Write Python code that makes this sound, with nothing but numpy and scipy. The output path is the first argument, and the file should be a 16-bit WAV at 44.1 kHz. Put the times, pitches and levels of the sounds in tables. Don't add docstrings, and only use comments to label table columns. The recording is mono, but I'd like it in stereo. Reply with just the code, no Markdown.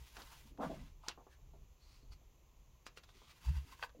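import sys
import numpy as np
from scipy import signal
from scipy.fft import rfft, irfft
from scipy.io import wavfile

SR = 44100
rng = np.random.default_rng(int(sys.argv[2]) if len(sys.argv) > 2 else 0)


def output_pcm(signal):
    pcm = np.clip(np.atleast_2d(signal).T, -1, 1) * 32767
    wavfile.write(sys.argv[1], SR, np.round(pcm).astype(np.int16))


N = 176400
T = np.arange(N) / SR

# time in seconds, level in dB before the trim.
SLIDE_ENVELOPES = [
    [(0, -62.5), (.04, -65), (.14, -62), (.18, -58.5), (.25, -60.5), (.37, -60), (.43, -64.5), (.48, -66.5),
     (.52, -76)],
    [(.6, -70.5), (.64, -55.5), (.69, -64), (.75, -64), (.81, -64), (.89, -70), (.98, -97)],
    [(3.33, -71), (3.41, -67), (3.48, -60.5), (3.55, -60.5), (3.65, -67.5), (3.71, -61.5), (3.77, -68.5),
     (3.85, -57), (3.88, -77)],
]
SLIDE_TILTS = [0, -2.27, -0.8]
# frequency in Hz, relative level in dB.
SLIDE_EQ = [(200, -4.5), (700, -10), (1100, -12), (2000, -2.5), (2700, 1.5), (4800, -2), (7300, -4.5),
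            (8100, -12.5), (9200, -7.5), (15500, -8.5)]
# pitch in Hz, width in Hz, gain in dB in slides one, two and three.
SHEET_RINGS = [(950, 43, -10.5, -5.5, -6), (1057, 75, -16.5, -7, -5.5), (1255, 190, -16, -8, -13),
               (1570, 240, -14.5, -7.5, -6.5), (2010, 200, -16.5, -11, -11.5), (2645, 190, -28, -22, -12),
               (3310, 60, -24, -10, -25), (4680, 48, -24, -20, -9)]

def sheet_slides(hiss_trim_db=-1, ring_growth=2.04, ring_reference_db=-60):
    out, reference = 0, from_db(ring_reference_db)
    friction = grains(per_s=11000, size_db=3.0)
    catches = waver(per_s=55, depth_db=2.18)
    rings = [resonate(friction, hz, width) * unit(waver(per_s=45, depth_db=3))
             for hz, width, *_ in SHEET_RINGS]
    for k, (envelope, tilt) in enumerate(zip(SLIDE_ENVELOPES, SLIDE_TILTS)):
        level = from_db(curve(envelope)) * during(envelope) * catches
        hiss = from_db(hiss_trim_db) * level * colour(friction, SLIDE_EQ, tilt)
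        ringing = sum(from_db(row[2 + k]) * ring for row, ring in zip(SHEET_RINGS, rings))
        out = out + hiss + reference * (level / reference) ** ring_growth * ringing
    return out


# peak time, rise and fall in seconds, level in dB,
# low cut and high cut in Hz.
FLOPS = [(0.201, 0.044, 0.047, -57, 197, 1420), (0.458, .02, 0.024, -61, 106, 260),
         (0.524, 0.042, 0.098, -65.5, 130, 493), (0.595, 0.014, 0.048, -40.5, 185, 840),
         (.636, 0.034, .035, -38.5, 437, 1400), (0.654, 0.026, 0.039, -42, 144, 293),
         (.699, 0.0073, 0.023, -46, 202, 810), (.72, 0.047, 0.042, -46, 170, 780),
         (.765, .015, 0.09, -63, 196, 744), (.79, 0.087, 0.095, -55, 113, 254),
         (3.49, 0.076, 0.1, -65.5, 149, 257), (3.66, 0.024, 0.066, -71, 206, 470),
         (3.962, 0.018, 0.038, -64, 218, 670), (3.99, 0.017, 0.07, -60, 150, 586)]
# pitch in Hz, width in Hz, relative level in dB.
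HOLLOW_MODES = [(170, 37, -10), (278.7, 31, -7), (660.6, 16, -10), (760, 41, -15), (1100, 55, -11)]

def sheet_flops(hollow_db=-11, count=22050):
    out, t = np.zeros((2, N)), (np.arange(count) - count // 2) / SR
    for peak, rise, fall, db, low, high in FLOPS:
        envelope = swell(t, rise, fall)
        buckles = grains(per_s=2500, size_db=2.0, count=count)
        hollow = sum(from_db(gain) * resonate(buckles, hz, width) for hz, width, gain in HOLLOW_MODES)
        flop = band((buckles + from_db(hollow_db) * hollow) * envelope, low, high)
        add(out, from_db(db) * with_energy(flop, 2 * np.sum(envelope ** 2)), peak + t[0])
    return out


# start in seconds, level in dB, tilt in dB per octave,
# crackle against the click in dB, leftward pan in dB, lag of the left click in milliseconds.
SNAPS = [(1.082, -30, -2, 7, 1.5, -0.11), (1.085, -11, 4.5, -9, 1.5, -0.17),
         (1.0879, -26, 5.5, -19, 7, -0.22), (1.0911, -36, 1, 7.5, -10, 0.085),
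         (2.8664, -22.5, 2, -3.5, -3, 0.08), (2.9738, -33.5, -0.5, 6, -2.5, 0.086),
         (.168, -39.5, 0.5, 15.5, -2.5, -0.015), (0.219, -39.5, 4.5, 9.5, -5, -0.064),
         (.575, -44, -3.5, 9, -6, -0.012), (2.121, -45, -3.5, 2, 5, 0.16),
         (3.037, -42.5, -0.5, 4.5, 0, 0.084), (3.091, -43.5, -2, 6.5, 3, .1),
         (3.893, -50.5, -1, 14, -2, 0.13)]
# frequency in Hz, relative level in dB.
SNAP_EQ = [(100, -4.5), (500, 1.5), (850, -0.5), (1300, 5), (2100, -1.5), (3200, 0.5), (5000, -1.5),
           (7200, -11), (8300, -19.5), (10000, -25), (15500, -39)]

def edge_snaps(crackle_t60_s=0.027, count=8192):
    onset = count // 4
    out, t = np.zeros((2, N)), (np.arange(count) - onset) / SR
    for start, db, tilt, crackle_db, pan, lag_ms in SNAPS:
        click = np.zeros((2, count))
        click[0, onset] = click[1, onset - round(lag_ms * SR / 1000)] = 1
        decay = (t >= 0) * from_db(-60 * np.abs(t) / crackle_t60_s)
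        crackle = with_energy(grains(per_s=6000, size_db=1.5, count=count) * decay, 2)
        snap = colour(click + from_db(crackle_db) * crackle, SNAP_EQ, tilt)
        add(out, panned(from_db(db) * snap, pan), start + t[0])
    return out


# start in seconds, level in dB, tilt in dB per octave.
POPS = [(3.7945, -35, -5), (3.826, -17, -0.5), (3.8275, -15.5, 0.5), (3.8347, -20.5, 7),
        (3.8372, -18, -3.5), (3.842, -24, -4), (3.846, -27, -3), (3.9, -42, 0)]
# pitch in Hz, relative level in dB, 60 dB decay time in seconds.
POP_MODES = [(480, -19, 0.03), (954, -1, 0.021), (1180, -5.5, 0.017), (1534, -4, 0.023), (1774, -1, 0.0081),
             (2560, -8, 0.011), (3200, -13, .01), (4500, -7, 0.0044)]

def sheet_pops(crack_db=-16, scatter_db=1.5, count=4096):
    out, t = np.zeros((2, N)), np.arange(count) / SR
    crack = from_db(crack_db) * colour(1.0 * (t == 0), SNAP_EQ)
    for start, db, tilt in POPS:
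        ring = 0
        for k, (hz, level, t60) in enumerate(POP_MODES):
            mode_db = level + tilt * np.log2(hz) + rng.normal(0, scatter_db)
            ring += (-1) ** k * from_db(mode_db - 60 * t / t60) * np.sin(2 * np.pi * hz * t)
        add(out, from_db(db) * (with_energy(ring, 1) + crack), start)
    return out


# time in seconds, pitch in Hz, level in dB.
FLUTTERS = [
    [(0, 62.6, -59), (.025, 60, -51), (.07, 58.5, -88)],
    [(3.44, 59.3, -74), (3.47, 61.7, -37), (3.494, 63, -28.5), (3.53, 80.4, -41), (3.555, 81.5, -40.5),
     (3.578, 61.4, -34), (3.61, 69.2, -46.5), (3.65, 72.4, -54)],
]

def sheet_flutter(octave_db=-14.5, twelfth_db=-39):
    out = 0
    for lift in FLUTTERS:
        phase = 2 * np.pi * np.cumsum(curve(lift)) / SR
        overtones = sum(from_db(db) * waver(per_s=55, depth_db=4) * np.cos(k * phase)
                        for k, db in ((2, octave_db), (3, twelfth_db)))
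        level = from_db(curve(lift, column=2)) * during(lift)
        out = out + np.sqrt(2) * level * (np.cos(phase) + overtones)
    return out


# start in seconds, level in dB, 60 dB decay time in seconds,
# low cut and high cut in Hz.
TAPS = [(1.035, -31.5, 0.087, 710, 1300), (1.098, -28.5, 0.073, 664, 1190), (1.176, -29.5, 0.14, 170, 1100),
        (1.204, -36.5, 0.1, 202, 1030), (1.267, -32.5, .06, 210, 1110), (1.536, -35, 0.14, 160, 880),
        (2.03, -37.5, 0.059, 121, 450), (2.214, -45, .05, 199, 870), (2.751, -47, 0.017, 710, 1100),
        (3.144, -39, .06, 205, 406), (3.218, -36, 0.1, 200, 1160), (3.948, -34, 0.039, 199, 600)]

def finger_taps(scuff_db=3, count=8192):
    out, t = np.zeros((2, N)), np.arange(count) / SR
    knock = t == 0
    for start, db, t60, low, high in TAPS:
        scuff = grains(per_s=3000, size_db=1.5, count=count) * from_db(-60 * t / t60)
        touch = band(knock + from_db(scuff_db) * with_energy(scuff, 4), low, high)
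        add(out, from_db(db) * with_energy(touch, 2), start)
    return out


# peak time, rise and fall in seconds, level in dB,
# squeak pitch in Hz, squeak against the hiss in dB, leftward pan in dB.
RUBS = [(1.075, 0.067, 0.051, -64.5, 890, 0, 5.5), (1.113, .008, 0.012, -65.5, 2830, 12.5, 2),
        (1.328, 0.039, 0.04, -70, 1750, -1.5, 2), (1.849, 0.071, 0.27, -77, 4270, 4.5, -6),
        (1.949, 0.1, 0.083, -72, 4750, -1, -1.5), (2.129, 0.022, 0.021, -65.5, 4500, 1, -5),
        (2.868, 0.015, 0.022, -61.5, 4770, -1, -9), (2.975, 0.016, 0.025, -59, 4300, -6.5, -6),
        (3.04, 0.011, 0.012, -62, 2600, -11, -6.5), (3.10, 0.036, 0.037, -72, 3600, 0.5, -8),
        (3.17, 0.059, 0.12, -66, 3400, -23, -4), (3.249, 0.077, 0.054, -70.5, 3320, -4, -5),
        (3.311, 0.056, 0.029, -60, 1970, -20, -4)]
# frequency in Hz, relative level in dB.
RUB_EQ = [(200, -16.5), (800, -7), (1250, 3.5), (1650, -5), (2100, 2), (4500, 1), (7200, -7), (8100, -14),
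          (9600, -8), (10500, -18.5), (15500, -11.5)]

def finger_rubs(count=22050):
    out, t = np.zeros((2, N)), (np.arange(count) - count // 2) / SR
    for peak, rise, fall, db, hz, squeak_db, pan in RUBS:
        slips = grains(per_s=5000, size_db=2.0, count=count)
        squeak = from_db(squeak_db) * resonate(slips, hz, width_hz=0.075 * hz)
        stroke = (colour(slips, RUB_EQ) + squeak) * swell(t, rise, fall)
        add(out, panned(from_db(db) * stroke, pan), peak + t[0])
    return out


# time in seconds, level in dB.
RUMBLE_ENVELOPE = [(0, -66.5), (.45, -57), (.55, -60), (.76, -56), (.81, -50.5), (1.0, -60), (1.32, -70.5),
                   (1.42, -56.5), (1.64, -56), (1.75, -67), (1.98, -61), (2.1, -51), (2.2, -61.5),
                   (2.45, -69), (2.72, -59.5), (2.8, -68), (3.4, -66.5), (4, -64)]
# frequency in Hz, relative level in dB.
RUMBLE_EQ = [(15, -17), (30, -1), (50, -1), (70, -4.5), (95, -17.5), (140, -12.5), (200, -36), (400, -34.5),
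             (1000, -77)]

def handling_rumble():
    return from_db(curve(RUMBLE_ENVELOPE)) * colour(stereo_noise(N), RUMBLE_EQ)


def room_reverb(x, crossover_hz=3250, predelay_s=0.0046, count=16384):
    t, response = np.arange(count) / SR, 0
    for side, t60, db in (("low", 0.14, -5), ("high", 0.045, -9)):
        decay = from_db(-60 * t / t60) * (t > predelay_s)
        echoes = stereo_noise(count) * with_energy(decay, 1)
        crossover = signal.butter(2, crossover_hz, side, fs=SR, output="sos")
        response = response + from_db(db) * signal.sosfilt(crossover, echoes)
    return convolve(x, response)


# frequency in Hz, relative level in dB.
ROOM_TONE_EQ = [(30, 5), (55, 17), (120, 9), (250, 2), (450, 2), (750, -2.5), (1050, 0), (1550, -11.5),
                (2500, -4.5), (3500, -7), (5400, -10.5), (6300, -2), (6700, -5.5), (7400, -6.5),
                (8000, -25), (10000, -17.5), (12000, -11.5), (15500, -15)]

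def room_tone(level_db=-70):
    return from_db(level_db) * colour(stereo_noise(N), ROOM_TONE_EQ)


# frequency in Hz, left-right correlation.
STEREO_LIKENESS = [(60, 0.98), (150, 0.84), (300, 0.62), (1000, 0.46), (2500, 0.081), (4500, -0.24),
                   (9000, -0.026)]

def spread(pair):
    n = pair.shape[1]
    alike = at_hz(STEREO_LIKENESS, np.fft.rfftfreq(n, 1 / SR))
    mid, side = rfft(pair) * np.sqrt([1 + alike, 1 - alike])
    return unit(irfft([mid + side, mid - side], n))


def stereo_noise(count):
    return spread(rng.standard_normal((2, count)))


def grains(per_s, size_db, count=N):
    shape = (2, count)
    sizes = from_db(size_db * np.minimum(rng.exponential(1, shape), 4))
    signs = rng.choice([-1, 1], shape)
    return spread(sizes * signs * (rng.random(shape) < per_s / SR))


def waver(per_s, depth_db):
    return from_db(depth_db * np.interp(T * per_s, np.arange(1024), rng.standard_normal(1024)))


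def swell(t, rise, fall):
    return from_db(-20 * np.abs(t / np.where(t < 0, rise, fall)) ** 1.89)


def curve(rows, column=1):
    rows = np.array(rows)
    return np.interp(T, rows[:, 0], rows[:, column])


def during(rows):
    return (T >= rows[0][0]) & (T <= rows[-1][0])


def at_hz(points, hz):
    frequencies, values = np.transpose(points)
    return np.interp(np.log(hz + 1), np.log(frequencies), values)


def colour(x, eq, tilt_db=0, size=8192):
    hz = np.fft.rfftfreq(size, 1 / SR)
    cepstrum = irfft(np.log(from_db(at_hz(eq, hz) + tilt_db * np.log2(hz + 1))))
    cepstrum[1:size // 2] *= 2
    cepstrum[size // 2 + 1:] = 0
    response = irfft(np.exp(rfft(cepstrum)))
    return convolve(x, with_energy(response, 1))


def convolve(x, response):
    return signal.fftconvolve(np.atleast_2d(x), np.atleast_2d(response), axes=1)[:, :x.shape[-1]]


def band(x, low_hz, high_hz):
    return signal.sosfilt(signal.butter(4, [low_hz, high_hz], "band", fs=SR, output="sos"), x)


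def resonate(x, hz, width_hz):
    r = np.exp(-np.pi * width_hz / SR)
    return unit(signal.lfilter([1, 0, -1], [1, -2 * r * np.cos(2 * np.pi * hz / SR), r * r], x))


def from_db(db):
    return 10 ** (np.asarray(db) / 20)


def unit(x):
    return x / np.sqrt(np.mean(x ** 2) + 1e-20)


def with_energy(x, energy):
    return x * np.sqrt(energy) / np.linalg.norm(x)


def panned(x, pan_db):
    return x * from_db([[pan_db / 2], [-pan_db / 2]])


def add(out, x, start_s):
    i = int(round(start_s * SR))
    x = x[:, max(-i, 0):N - i]
    out[:, max(i, 0):max(i, 0) + x.shape[1]] += x


def scene():
    # a layer, its reverb send in dB.
    layers = [(edge_snaps(), 0), (sheet_pops(), -5.5), (finger_taps(), 1), (sheet_flops(), -4),
              (sheet_slides() + finger_rubs(), -2)]
    paper = sum(layer for layer, _ in layers)
    background = handling_rumble() + room_tone()
    reverb = room_reverb(sum(from_db(send_db) * layer for layer, send_db in layers))
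    return paper + sheet_flutter() + reverb + background


def record(dry):
    return signal.sosfilt(signal.ellip(12, .1, 70, 15800, fs=SR, output="sos"), dry)


dry = scene()
out = record(dry)
output_pcm(out)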